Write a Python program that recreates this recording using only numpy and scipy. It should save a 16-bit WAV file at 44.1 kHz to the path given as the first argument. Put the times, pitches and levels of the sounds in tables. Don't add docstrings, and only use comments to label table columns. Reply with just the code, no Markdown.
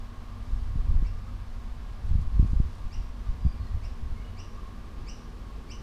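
import sys
import numpy as np
from scipy import signal
from scipy.fft import rfft, irfft
from scipy.io import wavfile
from scipy.ndimage import uniform_filter1d

SR = 44100
rng = np.random.default_rng(int(sys.argv[2]) if len(sys.argv) > 2 else 0)


def int16_out(signal):
    q = np.round(np.clip(np.atleast_2d(signal).T, -1, 1) * 32767)
    wavfile.write(sys.argv[1], SR, q.astype(np.int16))


N = 256662
T = np.arange(N) / SR

# (time of the top [s], top pitch [Hz], level [dB], overtone boost [dB])
CHIRP_NOTES = [(1.076, 2840, -52.5, -3), (2.943, 2980, -50, 1), (3.856, 2880, -51.5, -0.5),
               (4.404, 3026, -48.5, 1), (5.1, 3046, -47, 4), (5.724, 3070, -46, 1.5)]
# (frequency [Hz], level [dB])
BEAK_TONE = [(2000, 2.5), (2700, -4), (3100, 4), (4200, -11), (4800, -1.5), (5500, -1.5), (6100, 0.5),
             (6700, -16), (8100, -14), (9000, -31), (14000, -37)]


def chirps(rise_s=0.039, droop_s=0.0077, fade_s=0.015, onset_db=-14.5, jitter=0.013):
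    out = np.zeros(N)
    t = np.arange(-rise_s, droop_s, 1 / SR)
    before, after = np.maximum(-t, 0), np.maximum(t, 0)
    sweep = 2 ** (-14 * before - 11 * after)
    swell = gain_of(onset_db * (before / rise_s) ** 2)
    swell *= np.minimum((droop_s - t) / fade_s, 1) * signal.windows.tukey(len(t), .1)
    for start, top_hz, db, bright_db in CHIRP_NOTES:
        waver = evened(uniform_filter1d(rng.standard_normal(SR // 4), 90))[:len(t)]
        hz = top_hz * sweep * (1 + jitter * waver)
        phase = phase_of(hz)
        voice = sum(gain_of(read(BEAK_TONE, k * hz) + bright_db * (k > 1)) * np.sin(k * phase)
                    for k in range(1, 6))
        add(out, start - rise_s, gain_of(db) * swell * voice)
    return out


# (time [s], length [s], start pitch [Hz], end pitch [Hz], level [dB])
FAR_CALLS = [(0.966, 0.06, 1960, 1926, -61.5), (1.231, 0.069, 1230, 1290, -59),
             (3.393, 0.17, 4780, 4790, -64.5), (3.44, 0.12, 2415, 2370, -65.5),
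             (3.57, 0.11, 4500, 4045, -65), (3.619, 0.107, 2026, 1790, -63),
             (4.15, 0.077, 2096, 2285, -58.5), (4.191, 0.096, 2884, 2950, -62)]


def far_birds(jitter=0.012):
    out = np.zeros(N)
    quaver = 1 + jitter * drift(120)
    for start, length, start_hz, end_hz, db in FAR_CALLS:
        hz = np.linspace(start_hz, end_hz, int(length * SR))
        hz *= quaver[round(start * SR):][:len(hz)]
        add(out, start, gain_of(db) * np.sin(phase_of(hz)) * signal.windows.tukey(len(hz), .5))
    return out


# (delay [s], level [dB])
WALL_ECHOES = [(0.013, -22), (0.027, -10)]


def garden(sound, foliage_db, tail_db):
    response = gain_of(foliage_db) * scatter(fade_s=0.067) + gain_of(tail_db) * scatter(fade_s=0.56)
    response[0] += 1
    for delay, db in WALL_ECHOES:
        response[round(delay * SR)] += gain_of(db)
    return signal.oaconvolve(sound, response)[:N]


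def scatter(fade_s, echoes_per_s=5000):
    t = np.arange(SR // 2) / SR
    echoes = rng.choice([-1., 1.], len(t)) * (rng.random(len(t)) < echoes_per_s / SR)
    tail = echoes * gain_of(-60 * t / fade_s) * (1 - np.exp(-t / 0.0012))
    return tail / np.linalg.norm(tail)


# (frequency [Hz], level [dB])
WIND_TONE = [(12, -1), (28, 3.5), (55, 0), (90, -8), (130, -19), (200, -31), (300, -41.5), (500, -49.5),
             (1000, -95)]
# (start [s], length [s], level [dB])
WIND_GUSTS = [(0.488, 0.086, -23), (0.603, 0.13, -26), (0.747, 0.098, -21), (0.843, 0.21, -18),
              (1.763, 0.034, -32), (2.035, 0.031, -28), (2.078, 0.2, -19.5), (2.341, 0.14, -19),
              (2.498, 0.16, -20), (2.823, 0.059, -27.5), (2.959, 0.046, -25), (3.278, 0.04, -22),
              (3.437, 0.066, -22), (3.593, 0.045, -27.5), (3.714, 0.066, -24), (4.01, 0.04, -23.5),
              (4.101, 0.037, -24.5)]


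def wind(breeze_db=-38.5, gust_db=-1.7):
    swirl = shaped_noise(WIND_TONE)
    swirl /= np.sqrt(uniform_filter1d(swirl ** 2, 4000))
    breeze = gain_of(breeze_db) * held(start=0.73, end=4.17, fade=0.12)
    gusts = [gain_of(db + gust_db) * gust(start, length) for start, length, db in WIND_GUSTS]
    return np.hypot(breeze, np.max(gusts, axis=0)) * swirl


def gust(start, length, spread=1.155, wake_db=-6.5, wake_s=0.075):
    t = T - start - length / 2
    arch = np.exp(-(2 * t / (length * spread)) ** 2)
    wake = gain_of(wake_db) * (t > 0) * np.exp(-abs(t) / wake_s)
    return np.maximum(arch, wake)


# (time [s], peak level [dB], half width [s])
EDDY_THUMPS = [(0.758, -12, .0024), (1.026, -17, 0.0015), (2.112, -14, 0.0025), (2.155, -6.5, 0.0027),
               (2.192, -10, .0027), (2.397, -5, .0018), (2.428, -11, .0018), (2.448, -13.5, 0.0017),
               (2.534, -11, 0.002), (2.602, -8, 0.0017), (3.452, -7.5, 0.0024), (3.465, -10, 0.0022)]


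def eddies(rebound_hz=26):
    bumps = sum(gain_of(db) / (1 + ((T - time) / width) ** 2) for time, db, width in EDDY_THUMPS)
    opening = signal.butter(2, rebound_hz, "highpass", fs=SR, output="sos")
    return signal.sosfilt(opening, bumps)


# (middle time [s], length [s], level [dB])
FINGER_STROKES = [(.57, 0.43, -69.5), (2.084, 0.1, -66), (2.22, 0.031, -63.5), (2.5, 0.25, -65.5),
                  (2.755, 0.13, -67)]
# (frequency [Hz], level [dB])
SKIN_TONE = [(800, -16), (2500, 10), (5000, 9.5), (8000, 2), (11000, -1), (15000, -40)]


def fingers(grain_db=3):
    strokes = sum(gain_of(db) * np.exp(-(2 * (T - time) / length) ** 2)
                  for time, length, db in FINGER_STROKES)
    hiss = shaped_noise(SKIN_TONE) * gain_of(grain_db * drift(150))
    return strokes * evened(hiss)


# (frequency [Hz], level [dB])
AIR_TONE = [(12, -9), (22, 0.5), (42, -1), (70, -9), (100, -12.5), (130, -24), (230, -20), (280, -28.5),
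            (500, -32), (1000, -32.5), (2000, -40), (4800, -45.5), (7000, -53), (15200, -62.5)]


def open_air(level_db=-39, flutter_db=0.31):
    return gain_of(level_db + flutter_db * drift(15)) * shaped_noise(AIR_TONE)


# (pitch [Hz], width [Hz], level [dB])
TYRE_NOTES = [(1086.3, 50, 5), (1187, 53, 2.3)]
# (time [s], level [dB])
TYRE_LOUDNESS = [(0, -54.5), (1.6, -59.5), (2.3, -56.5), (4.1, -58.5), (4.65, -53.5), (5.82, -58.5)]
# (frequency [Hz], level [dB])
ROAR_TONE = [(60, -19), (130, 4.5), (190, -0.5), (280, -5), (420, -6), (540, -11), (700, -40), (1500, -61)]
# (time [s], level [dB])
ROAR_LOUDNESS = [(0, -85), (3, -64), (4.3, -53), (5, -52), (5.82, -51)]


def traffic(tyre_db=-4, surge_db=1.0):
    tyres = evened(sum(gain_of(db) * band(hz, width) for hz, width, db in TYRE_NOTES))
    tyres *= gain_of(curve(TYRE_LOUDNESS) + tyre_db + surge_db * drift(14))
    roar = gain_of(curve(ROAR_LOUDNESS)) * shaped_noise(ROAR_TONE)
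    return tyres + roar


# (pitch [Hz], level [dB], width of the pitch wander [Hz])
PUMP_NOTES = [(49.1, -48.5, 4.63), (237.4, -58.5, 6), (733, -74, 4.9), (950, -72.5, 2.1), (1042, -75.5, 5),
              (1643, -74, 8.6)]


def pool_pump(waver_db=2):
    out = np.zeros(N)
    for hz, db, width in PUMP_NOTES:
        phase = phase_of(hz + width / 2 * drift(7.3))
        out += np.sqrt(2) * gain_of(db + waver_db * drift(5.4)) * np.sin(phase)
    return out


# (time [s], level [dB])
ENGINE_LOUDNESS = [(0, -49), (1.3, -45), (1.8, -57), (3.9, -52), (4.4, -47), (4.8, -61)]


def engine(pitch_hz=93.5, wander_hz=0.97):
    phase = phase_of(pitch_hz + wander_hz * drift(4.3))
    return np.sqrt(2) * gain_of(curve(ENGINE_LOUDNESS)) * np.sin(phase)


def gain_of(db):
    return 10 ** (np.asarray(db) / 20)


def evened(x):
    return x / np.sqrt(np.mean(x ** 2) + 1e-30)


def phase_of(hz):
    return 2 * np.pi * np.cumsum(hz) / SR


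def read(tone, hz):
    frequencies, levels = np.transpose(tone)
    return np.interp(np.log(hz + 1), np.log(frequencies + 1), levels)


def curve(rows):
    return np.interp(T, *np.transpose(rows))


def held(start, end, fade):
    return np.clip(1 + np.minimum(T - start, end - T) / fade, 0, 1)


def add(mix, start_s, sound):
    part = mix[max(round(start_s * SR), 0):][:len(sound)]
    part += sound[:len(part)]


def noise(shape):
    spectrum = rfft(rng.standard_normal(N)) * shape(np.fft.rfftfreq(N, 1 / SR))
    return evened(irfft(spectrum, N))


def shaped_noise(tone):
    return noise(lambda f: gain_of(read(tone, f)))


def band(hz, width):
    return noise(lambda f: 1 / (1 + (2 * (f - hz) / width) ** 2))


def drift(rate):
    return noise(lambda f: np.exp(-(f / rate) ** 2) * (f > 0))


def scene(birds_db=-5.5):
    near = garden(chirps(), foliage_db=2.5, tail_db=4.0)
    far = garden(far_birds(), foliage_db=-0.5, tail_db=5.5)
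    birds = gain_of(birds_db) * (near + far)
    background = open_air() + traffic() + pool_pump() + engine()
    return (birds + wind() + eddies() + fingers() + background)[None]


def record(dry, cutoff_hz=15280):
    lowpass = signal.firwin(1023, cutoff_hz, window=("kaiser", 9), fs=SR)
    return signal.oaconvolve(dry, lowpass[None], "same")


dry = scene()
out = record(dry)
int16_out(out)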